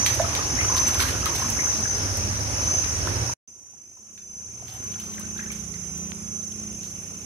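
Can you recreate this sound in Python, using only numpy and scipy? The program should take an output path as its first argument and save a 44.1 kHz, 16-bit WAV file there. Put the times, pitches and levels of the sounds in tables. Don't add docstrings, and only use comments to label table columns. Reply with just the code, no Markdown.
import sys
import numpy as np
from scipy import signal
from scipy.fft import rfft, irfft, next_fast_len
from scipy.io import wavfile
from scipy.ndimage import uniform_filter1d, map_coordinates

SR = 44100
rng = np.random.default_rng(int(sys.argv[2]) if len(sys.argv) > 2 else 0)


def transcribe(u):
    v = np.clip(np.atleast_2d(u).T, -1, 1)
    q = np.round(v * 32767).astype(np.int16)
    wavfile.write(sys.argv[1], SR, q)


N = 319725
TIME = np.arange(N) / SR
# start_s, end_s
PARTS = [(0, 3.337), (3.4757, 7.3)]
FIRST, SECOND = PARTS


def amp(db):
    return 10 ** (np.asarray(db) / 20)


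def unit(x):
    return x / np.sqrt(np.mean(x ** 2) + 1e-20)


def along(points, hz):
    pitches, values = np.transpose(points)
    return np.interp(np.log(hz + 1), np.log(pitches + 1), values)


def curves(rows):
    times, *columns = np.transpose(rows)
    return [np.interp(TIME, times, column) for column in columns]


def sides(pan_db):
    return amp(np.vstack([pan_db / 2, -pan_db / 2]))


def add(out, start_s, sound):
    out[:, round(start_s * SR):][:, :sound.shape[-1]] += sound


def wobble(rate_hz, channels=1):
    points = rng.standard_normal((channels, int(N * rate_hz / SR) + 4))
    coarse = np.arange(0, N + 16, 16)
    smooth = [map_coordinates(row, [coarse * rate_hz / SR]) for row in points]
    return np.array([np.interp(np.arange(N), coarse, row) for row in smooth])


def filtered(x, gain):
    size = next_fast_len(x.shape[-1] + 8192)
    return irfft(rfft(x, size) * gain(np.fft.rfftfreq(size, 1 / SR)), size)[..., :x.shape[-1]]


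# pitch_hz, likeness
EAR_LIKENESS = [(30, 1), (200, 0.83), (500, 0.82), (1200, 0.42), (3000, 0.047), (15000, 0.15)]

def rush(spectrum, patchy_db, span=(0, 8)):
    start, end = round(span[0] * SR), min(round(span[1] * SR), N)
    cells = signal.stft(rng.standard_normal((2, end - start)), nperseg=512)[2]
    patches = uniform_filter1d(rng.standard_normal(cells.shape[1:]), 6, axis=0)
    patches = unit(uniform_filter1d(patches, 10, axis=1))
    noise = signal.istft(cells * amp(patchy_db * patches), nperseg=512)[1][:, :end - start]

    def gain(hz):
        spread = np.arccos(np.clip(along(EAR_LIKENESS, hz), -1, 1)) / 2
        return amp(along(spectrum, hz)) * [np.cos(spread), np.sin(spread)]

    mid, side = filtered(noise, gain)
    left = np.roll(mid + side, 12)
    return np.pad(unit(np.array([left, mid - side])), ((0, 0), (start, N - end)))


def background_db(start, first_end, low, risen, end):
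    rise_s = (3.98, 4.86)
    return np.interp(TIME, [*FIRST, SECOND[0], *rise_s, SECOND[1]],
                     [start, first_end, low, low, risen, end])


# pitch_hz, level_db
FIRST_AIR = [(18, -58.5), (30, -8.5), (92, -4.5), (188, -14), (280, -12.5), (454, -17), (564, -15.5),
             (685, -18.5), (814, -17.5), (1690, -19.5), (1890, -22), (2550, -22.5), (3600, -29),
             (5200, -23.5), (6760, -72), (11400, -120)]
SECOND_AIR = [(140, -5), (240, -4), (280, -6), (396, -5.5), (475, -10.5), (951, -16.5), (1300, -14),
              (1830, -20), (2470, -15), (4070, -27), (5200, -20), (6760, -60), (11400, -120)]

def air():
    level_db = background_db(-30.5, -33.5, -61.5, -45.5, -47) + 1.03 * wobble(8)
    first = rush(FIRST_AIR, patchy_db=1.26, span=(0, SECOND[0]))
    second = rush(SECOND_AIR, patchy_db=1.3, span=SECOND)
    return amp(level_db) * (first + second)


# pitch_hz, level_db
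HISS_TONE = [(3500, -120), (4500, -28), (5330, -5), (5550, 6), (6100, 9), (6900, 2), (7600, -14), (9000, 0),
             (12500, -12), (13300, -20), (15800, -36)]

def hiss():
    level_db = background_db(-36.5, -37, -60, -48, -45.5) + 0.51 * wobble(5.7)
    return amp(level_db) * rush(HISS_TONE, patchy_db=2.2) * sides(-.8)


def hum(tones, blur, fade_db, tilt_db=0 * TIME):
    step = 16
    t, tilt_db = TIME[::step], tilt_db[::step]

    def slow(rate_hz):
        return map_coordinates(rng.standard_normal(int(N * rate_hz / SR) + 4), [t * rate_hz])

    gains = np.array([amp(db + fade_db * slow(5.4) + tilt_db * np.sign(hz - 196) / 2)
                      for hz, db in tones])
    gains /= np.linalg.norm(gains, axis=0)
    total = 0
    for gain, (hz, _) in zip(gains, tones):
        phase = 2 * np.pi * hz * t + blur * slow(6)
        ear_drift = 0.27 * np.array([slow(4.4), slow(2.9)])
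        total += gain * np.cos(phase + ear_drift)
    return unit(signal.resample_poly(total, step, 1, axis=1)[:, :N])


# time_s, level_db
FAN_LEVEL = [(0, -35), (1.2, -34), (1.45, -37), (1.9, -37.5), (2.25, -29), (2.6, -33.5), (3.1, -31.5),
             (3.23, -28.5), (3.4, -45), (3.47, -66.5), (4, -68), (4.5, -50.5), (4.85, -45), (5.2, -47.5),
             (5.8, -43.5), (6.3, -46.5), (7.25, -47.5)]
# pitch_hz, level_db
FAN_TONES = [(56, -8), (66.5, -5), (83, -2.5), (100, 0), (117, -5)]

def fan():
    (level_db,) = curves(FAN_LEVEL)
    return amp(level_db + 1.5 * wobble(7)) * hum(FAN_TONES, blur=.9, fade_db=4)


# time_s, level_db, tilt_db
MOTOR_LEVEL = [(3.48, -76, 8), (3.95, -74.5, 7), (4.05, -62.5, 6), (4.5, -55.5, -6), (4.76, -62, -1),
               (4.89, -45.5, 2), (5.45, -40.5, 5), (5.63, -42.5, -1), (5.84, -42, -16), (6.1, -38.5, -3.5),
               (6.48, -45, -0.5), (6.62, -40.5, 11), (6.86, -46.5, -4), (7.06, -46.5, -6), (7.25, -48, 1)]
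# pitch_hz, level_db
MOTOR_TONES = [(151, -8), (181.2, -1.5), (211.4, 0), (241.6, -17.5), (332, -13.5), (392, -17)]

def motor():
    level_db, tilt_db = curves(MOTOR_LEVEL)
    level = (TIME > SECOND[0]) * amp(level_db + .6 * wobble(6))
    return level * hum(MOTOR_TONES, blur=0.2, fade_db=1.2, tilt_db=tilt_db)


def cicada(rate, song, side, voice, span, pulse, pulse_hz, blur, fade_db, drift_hz):
    here = slice(round(span[0] * SR), round(span[1] * SR))
    level_db, pan_db = curves(song)[0][here], curves(side)[0][here]
    swelling, steady = amp(level_db), amp(uniform_filter1d(level_db, SR // 2))
    phase = 2 * np.pi * np.cumsum(curves(rate)[0][here]) / SR
    rasp = .16 if span[0] > 0 else .3
    step = 64
    t = span[0] + np.arange(len(level_db) // step + 3.5) * step / SR
    between = np.arange(step) / step
    smoother = np.array([map_coordinates(row, [(t - span[0]) * drift_hz]) for row in np.eye(48)])
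    offsets, offset_db = np.transpose(pulse)
    out = np.zeros((2, N))
    for multiple, db in voice:
        level = swelling if db > -3 else steady
        tone = level * np.exp(1j * multiple * phase)
        for ear in out:
            fade, drift = rng.standard_normal((2, len(offsets), len(smoother))) @ smoother
            turns = pulse_hz * np.outer(offsets, t) + rng.random((len(offsets), 1))
            gains = amp(offset_db[:, None] + fade_db * fade)
            neighbours = gains * np.exp(1j * (2 * np.pi * turns + blur * drift))
            flutter = amp(db) * neighbours.sum(axis=0) / np.linalg.norm(gains, axis=0)
            flutter *= 1 + rasp * unit(uniform_filter1d(rng.standard_normal(len(t)), size=5))
            per_sample = (flutter[:-1, None] + np.diff(flutter)[:, None] * between).ravel()
            ear[here] += (per_sample[:len(tone)] * tone).real
    out[:, here] *= np.sqrt(2) * sides(pan_db)
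    return out


# time_s, rate_hz
NEAR_RATE = [(0, 320.3), (.8, 320.45), (1.2, 321), (2.8, 321.6), (3.34, 321.7)]
PASSING_RATE = [(.8, 317.2), (1.7, 317.4), (2.4, 318)]
FAR_RATE = [(0, 300.6), (1.8, 300.4), (3, 299.8)]
THIN_RATE = [(0, 318.5), (3.34, 318.5)]
LATE_RATE = [(3.48, 304.4), (5.5, 306.15), (6.9, 307.05), (7.25, 307.25)]
FAINT_RATE = [(3.48, 294.9), (7.25, 294.7)]
# time_s, level_db
NEAR_SONG = [(0, -26), (.13, -31.5), (.21, -37.5), (.45, -35.5), (.63, -29.5), (.88, -27.5), (1.1, -38.5),
             (1.32, -35), (1.53, -35), (1.67, -26.5), (1.77, -34), (1.92, -30), (2.1, -45.5), (2.5, -37.5),
             (2.76, -26.5), (2.951, -35.5), (3.19, -44), (3.34, -34)]
PASSING_SONG = [(0, -54), (.6, -62), (.9, -48), (1.4, -38.5), (1.8, -43), (2.2, -36.5), (2.6, -56.5),
                (3.3, -52)]
FAR_SONG = [(0, -40), (.4, -36), (.62, -36), (.9, -45), (1.4, -35), (1.65, -46), (1.95, -32), (2.7, -39.5),
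            (3.3, -35.5)]
THIN_SONG = [(0, -48), (.3, -67), (.65, -77), (1.2, -51), (1.6, -53), (2, -48.5)]
LATE_SONG = [(3.48, -48.5), (4.07, -49.5), (4.38, -40.5), (4.7, -44), (4.86, -36), (5.221, -40.5),
             (5.34, -36.5), (5.7, -41.5), (6.05, -36.5), (6.169, -44), (6.36, -34.5), (6.5, -38),
             (7.25, -41.5)]
FAINT_SONG = [(3.5, -73), (4.1, -65), (4.7, -55), (5.3, -69), (6.5, -91), (7.25, -72)]
# time_s, pan_db
NEAR_SIDE = [(0, -6.5), (.6, 0.5), (.88, -2), (1.3, -4), (2, 4), (3.3, -2)]
FAR_SIDE, THIN_SIDE = [(0, 5.5), (3.3, -3.5)], [(0, 2.3), (2, 2)]
LATE_SIDE = [(3.5, -3), (5.2, 0), (5.75, -11), (6.1, -4), (6.38, -6), (6.85, -3.5)]
# multiple_of_rate, level_db
NEAR_VOICE = [(16, -33.5), (17, -4), (18, -10), (19, 4), (20, -5.5), (21, -9.5), (22, -18), (24, -21),
              (26, -28.5), (27, -39.5), (28, -24.5), (30, -18.5), (32, -20.5), (33, -38), (34, -28),
              (36, -23.5), (38, -28), (40, -27.5)]
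PASSING_VOICE = [(17, -10.5), (19, -2.5), (20, -2.5)]
FAR_VOICE = [(18, -2.5), (18.5, -27), (19, -15), (19.5, -3), (20, -4.5), (21, -25), (22, -22)]
THIN_VOICE = [(18.5, -21), (19.5, 5.5), (20.5, -1.5), (21.5, -27.5)]
LATE_VOICE = [(18, -11.5), (19, -16.5), (20, 1.5), (21, -19), (22, -9), (24, -22.5), (26, -26), (28, -26),
              (30, -20.5), (32, -22), (34, -25), (36, -43.5), (38, -35), (39, -33.5), (40, -30), (42, -34)]
FAINT_VOICE = [(20, -22), (22, 4.5)]
# offset_in_pulse_rates, level_db
NEAR_PULSE = [(-3, -23), (-2, -11), (-1, -8), (0, 1.5), (1, -8), (2, -27)]
PLAIN_PULSE = [(-2, -12.5), (-1, -4.5), (0, 1), (1, -3.5), (2, -16.5), (3, -34)]
WEAK_PULSE = [(-1.7, -24), (0.96, -16), (0.39, -12)]

def cicadas():
    out = cicada(NEAR_RATE, NEAR_SONG, NEAR_SIDE, NEAR_VOICE, FIRST, NEAR_PULSE,
                 pulse_hz=27.2, blur=.9, fade_db=5.5, drift_hz=8)
    out += cicada(PASSING_RATE, PASSING_SONG, THIN_SIDE, PASSING_VOICE, FIRST, PLAIN_PULSE,
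                  pulse_hz=29.2, blur=.46, fade_db=5, drift_hz=4.6)
    out += cicada(FAR_RATE, FAR_SONG, FAR_SIDE, FAR_VOICE, FIRST, WEAK_PULSE,
                  pulse_hz=26.37, blur=.7, fade_db=5, drift_hz=6)
    out += cicada(THIN_RATE, THIN_SONG, THIN_SIDE, THIN_VOICE, FIRST, WEAK_PULSE,
                  pulse_hz=28.2, blur=.23, fade_db=11.5, drift_hz=12)
    out += cicada(LATE_RATE, LATE_SONG, LATE_SIDE, LATE_VOICE, SECOND, PLAIN_PULSE,
                  pulse_hz=25.73, blur=.7, fade_db=4.5, drift_hz=6)
    out += cicada(FAINT_RATE, FAINT_SONG, LATE_SIDE, FAINT_VOICE, SECOND, PLAIN_PULSE,
                  pulse_hz=25.3, blur=3.3, fade_db=-2, drift_hz=6.4)
    return out


# pitch_hz, fade_s
ECHO_FADE = [(200, 0.2), (2000, 0.36), (10000, 0.08)]

def room_echo(x):
    hz, t, cells = signal.stft(rng.standard_normal((2, SR // 2)), SR, nperseg=256)
    tail = signal.istft(cells * amp(-60 * t / along(ECHO_FADE, hz)[:, None]), SR, nperseg=256)[1]
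    delayed = np.pad(x, ((0, 0), (200, 0)))
    return signal.fftconvolve(delayed, tail / np.linalg.norm(tail[0]), axes=1)[:, :N]


# start_s, level_db, pitch_hz, cycles_to_fade_30_db, pan_db
TICKS = [(0.768, -5, 5600, 4.4, -1), (0.779, -11, 4570, 6, -7), (.783, -8, 4500, 9.1, 1),
         (3.072, -20, 973, 8.6, -12), (3.074, -20, 1410, 11, -5), (3.081, -22.5, 1720, 14, 1),
         (4.68, -27, 3900, 3, -3), (4.7, -24, 4530, 4.9, -3), (4.942, -26, 3050, 5, -4),
         (4.999, -29.5, 2900, 8.7, -6), (5.145, -31, 3310, 6.4, 5), (5.181, -27, 2012, 8.2, 2),
         (5.380, -22, 3500, 3.9, 1), (5.399, -30, 2480, 13.5, -2), (5.427, -31, 1910, 10, 0),
         (5.441, -32, 2100, 8, 0), (5.463, -36, 2800, 13, 3), (5.741, -31, 4340, 11.6, -2),
         (6.1196, -11.5, 2600, 1.23, -27), (6.192, -43, 2540, 4.6, -3), (6.279, -34, 2540, 4.5, -4),
         (6.42, -28, 3940, 3.6, 2), (6.523, -36, 3250, 13, 0), (6.728, -34, 3150, 4.5, -1.5),
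         (6.728, -29, 9200, 13, -5), (6.836, -32, 4910, 5, -2.5)]

def ticks():
    t = np.arange(SR // 50) / SR
    out = np.zeros((2, N))
    for start_s, db, hz, cycles, pan_db in TICKS:
        envelope = amp(db - 30 * t * hz / cycles) * (1 - np.exp(-1.5 * t * hz))
        add(out, start_s, envelope * np.sin(2 * np.pi * hz * t) * sides(pan_db))
    return out


# start_s, level_db, dull_part_db (added to level_db), rustle_db
SNAPS = [(0.062, -7.5, 10, -28), (0.1496, -13, -12, -53.5), (0.216, -18, 5, -54.5), (0.3506, -10.5, 4, -50),
         (0.766, -15, 6.5, -33.5), (0.435, -30, -10, -57), (.876, -17.5, -3, -33), (0.945, -14.5, 3, -39.5),
         (1.0024, -21.5, 21.5, -26.5), (1.044, -29.5, 11, -43.5), (1.0863, -29.5, 20, -43),
         (1.2581, -9.5, 4.5, -35), (1.353, -16, -3.5, -31), (1.501, -9.5, -24, -39),
         (2.171, -11.5, -25, -59.5), (2.843, -28, 14.5, -59), (3.0712, -27, 13, -46),
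         (4.1764, -38, 10, -69), (4.682, -41, 14, -47.5), (4.7385, -26, -3, -52.5), (4.842, -26, -22, -63),
         (4.873, -37, -5, -59), (4.9195, -35, 5, -54), (4.999, -22, -15, -55), (5.0055, -32, -20, -58),
         (5.0403, -33.5, -20, -50), (5.121, -30, -20, -55), (5.1966, -18.5, -20, -56),
         (5.377, -39.5, 11, -46), (5.5178, -20.5, -3, -46), (5.977, -23.5, -7, -69),
         (6.279, -42, -8, -78.5), (6.832, -33, -18, -48.5)]

def bag_snaps():
    t = np.arange(SR // 12) / SR
    snap_fade_s, crack_fade_s, crack_db = .035, .007, 15
    envelope = amp(-60 * t / snap_fade_s) + amp(crack_db - 60 * t / crack_fade_s)
    envelope *= 1 - np.exp(-t / 0.00058)
    out = np.zeros((2, N))
    for start_s, db, dull_db, _ in SNAPS:
        edge_hz, pan_db = (7900, -11) if start_s > SECOND[0] else (5450, -4)
        noise = rng.standard_normal((2, len(t)))
        cracks = noise * amp(2 * rng.standard_normal(len(t)) - crack_db) * envelope
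        bright = filtered(cracks, lambda hz: 1 / (1 + (edge_hz / (hz + 1)) ** 6) / (1 + (hz / 12e3) ** 6))
        dull = filtered(cracks, lambda hz: 1 / (1 + (1300 / (hz + 1)) ** 4) / (1 + (hz / 5000) ** 6))
        add(out, start_s, amp(db) * (bright * sides(pan_db) + amp(dull_db - 68 * t) * dull))
    return out


# pitch_hz, level_db
PLASTIC_TONE = [(900, -120), (1500, 2.5), (2600, 4.5), (4000, 3.5), (7000, -1), (11000, 2), (14500, -4.5),
                (15800, -25.5)]

def bag_rustle():
    rise_s, fade_s = 0.0067, 0.39
    level = amp(background_db(-64, -64, -87.5, -63.5, -63.5))
    for start_s, _, _, db in SNAPS:
        near = slice(max(round((start_s - .1) * SR), 0), round((start_s + .4) * SR))
        t = TIME[near] - start_s
        level[near] += amp(db - 60 * np.maximum(t, 0) / fade_s) * np.exp(np.minimum(t, 0) / rise_s)
    clumps = amp(2.3 * wobble(110) + 1.6 * wobble(770, channels=2))
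    return level * unit(clumps * rush(PLASTIC_TONE, patchy_db=2.5)) * sides(-4.5)


# start_s, level_db
KNOCK = [(0.197, -19)]
# pitch_hz, level_db, fade_s
JUG_TONES = [(662, 3.5, 0.027), (532, -6, 0.11), (628, -1.5, 0.17), (687, 0.5, 0.23), (801, -9.5, 0.14),
             (996, -4, 0.025), (1500, -3.5, 0.012), (1760, -18, 0.19)]

def jug_knock():
    t = np.arange(SR // 4) / SR
    ring = sum((-1) ** k * amp(db - 60 * t / fade_s) * np.sin(2 * np.pi * hz * t)
               for k, (hz, db, fade_s) in enumerate(JUG_TONES))
    out = np.zeros((2, N))
    for start_s, db in KNOCK:
        add(out, start_s, amp(db) * ring * sides(-3.5))
    return out


# middle_s, level_db, pitch_hz, length_s
GLUGS = [(0.445, -39, 297, 0.092), (0.544, -31.5, 259, 0.024), (0.876, -37.5, 231, 0.096),
         (1.115, -36, 263.3, 0.12), (1.31, -35.5, 334, .09), (1.503, -38, 227.7, 0.15),
         (1.788, -34.5, 215, 0.058), (1.97, -40.5, 413, 0.093), (2.29, -37, 212, 0.17)]

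def glugs():
    out = np.zeros(N)
    for middle_s, db, hz, length_s in GLUGS:
        near = slice(round((middle_s - .2) * SR), round((middle_s + .2) * SR))
        t = TIME[near] - middle_s
        phase = 2 * np.pi * hz * t * (1 + 0.1 * t) + .9 * np.sin(40 * t + hz)
        out[near] += amp(db) * np.exp(-(2 * t / length_s) ** 2) * np.sin(phase)
    return out * sides(-5)


# time_s, bubbles_per_s, level_db
POUR = [(0, 120, -37), (.5, 202, -39), (.62, 396, -29.5), (1.05, 408, -34), (1.4, 266, -33),
        (1.9, 114, -35.5), (2.5, 97, -82), (3.3, 55, -32), (3.5, 42, -63.5), (4.5, 72, -62),
        (4.75, 250, -53.5), (5.45, 250, -48.5), (5.6, 136, -50), (7.25, 93, -69)]

def gurgle():
    rate, level_db = curves(POUR)
    dice = rng.random((2000, 5))
    gaps = -np.log(dice[:, 0] + 1e-9)
    start = np.searchsorted(np.cumsum(rate) / SR, np.cumsum(gaps))
    dice, start = dice[start < N], start[start < N]
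    pitch, life, strength, side = dice.T[1:, :, None]
    hz, cycles = 750 * 4.38 ** pitch, 5 + 11 * life
    age = np.arange(800)
    turns = hz * age / SR
    level = amp(level_db[start][:, None] - 3.72 * np.log(strength + 0.035))
    envelope = level * amp(-40 * turns / cycles) * (1 - np.exp(-turns))
    rings = envelope * np.sin(2 * np.pi * turns * (1 + 0.031 * turns / cycles))
    ears = sides(-1.5 + 8 * (side.ravel() - .5))
    positions = (start[:, None] + age).ravel()
    return np.array([np.bincount(positions, (rings * ear[:, None]).ravel(), N)[:N] for ear in ears])


# start_s, level_db, pitch_hz
BLIPS = [(.245, -20, 1270), (.389, -24, 1195), (.589, -11.5, 2020), (0.608, -27, 1200), (.697, -19.5, 1020),
         (.722, -25.5, 946), (.749, -20.5, 1000), (.772, -24, 1100), (0.801, -29, 1060), (.896, -26, 1360),
         (0.973, -26, 1360), (0.995, -15.5, 1464), (1.01, -18.5, 980), (1.022, -25, 1150),
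         (1.036, -16, 1510), (1.14, -24, 1430), (1.185, -39, 1450), (1.229, -23, 1247),
         (1.263, -17.5, 1246), (1.301, -27, 1090), (1.42, -23.5, 1005), (1.444, -32, 1090),
         (1.59, -15.5, 2080), (1.668, -23.5, 1390), (1.855, -22.5, 1600), (3.734, -53, 806),
         (3.97, -52, 980), (4.624, -43, 690), (4.689, -46, 740), (4.722, -45, 782), (4.741, -42, 760),
         (4.76, -46, 750), (4.843, -46, 1575), (4.85, -45, 1097), (4.94, -41, 1426), (4.958, -37, 1363),
         (5.019, -42, 1590), (5.07, -40, 1220), (5.086, -41, 1103), (5.182, -33, 1582), (5.198, -41, 1050),
         (5.242, -35, 1550), (5.363, -31, 1556), (5.392, -25.5, 1610), (5.41, -34, 1700), (5.44, -38, 1954),
         (5.459, -33, 1530), (5.503, -24, 2260), (5.505, -38, 1180), (5.739, -32, 2020)]

def blips():
    t = np.arange(SR // 10) / SR
    lead_s = np.array([[0], [.0002]])

    def ring(age, hz, fade_s):
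        phase = 2 * np.pi * hz * (age + lead_s) * (1 + 0.052 * age / fade_s)
        return np.sin(phase) * amp(-60 * age / fade_s) * (1 - np.exp(-age / 0.00081))

    out = np.zeros((2, N))
    for start_s, db, hz in BLIPS:
        fade_s = 43.4 / hz
        pan_db = 2.5 + 8 * rng.uniform(-1.6, 1)
        group = ring(t, hz, fade_s)
        for wait, pitch, weaker in rng.random((3, 3)):
            age = np.maximum(t - .03 * wait ** 2, 0)
            group += amp(-5 - 7 * weaker) * ring(age, hz * np.exp(.4 * (pitch - .4)), fade_s)
        add(out, start_s, amp(db) * group * sides(pan_db))
    return out


def scene():
    snaps = bag_snaps()
    pouring = blips() + gurgle() + jug_knock() + glugs()
    insects = cicadas()
    handling = ticks() + bag_rustle()
    echo = room_echo(amp(-4) * snaps + amp(-11) * pouring)
    room_noise = (fan() + motor() + air() + hiss()) * sides(-3.5)
    return room_noise + insects + echo + handling + snaps + pouring


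def record(dry):
    bass_hz, top_hz = 49, 15780
    fade_out = amp(np.interp(TIME - FIRST[1], [0, .002, .012, .025], [0, -20, -40, -48]))
    gate = fade_out * (TIME < 3.37) + (TIME > SECOND[0])
    bass_cut = filtered(dry, lambda hz: 1 / (1 + (bass_hz / (hz + 1)) ** 6))
    return filtered(bass_cut * gate, lambda hz: hz < top_hz)


dry = scene()
out = record(dry)
transcribe(out)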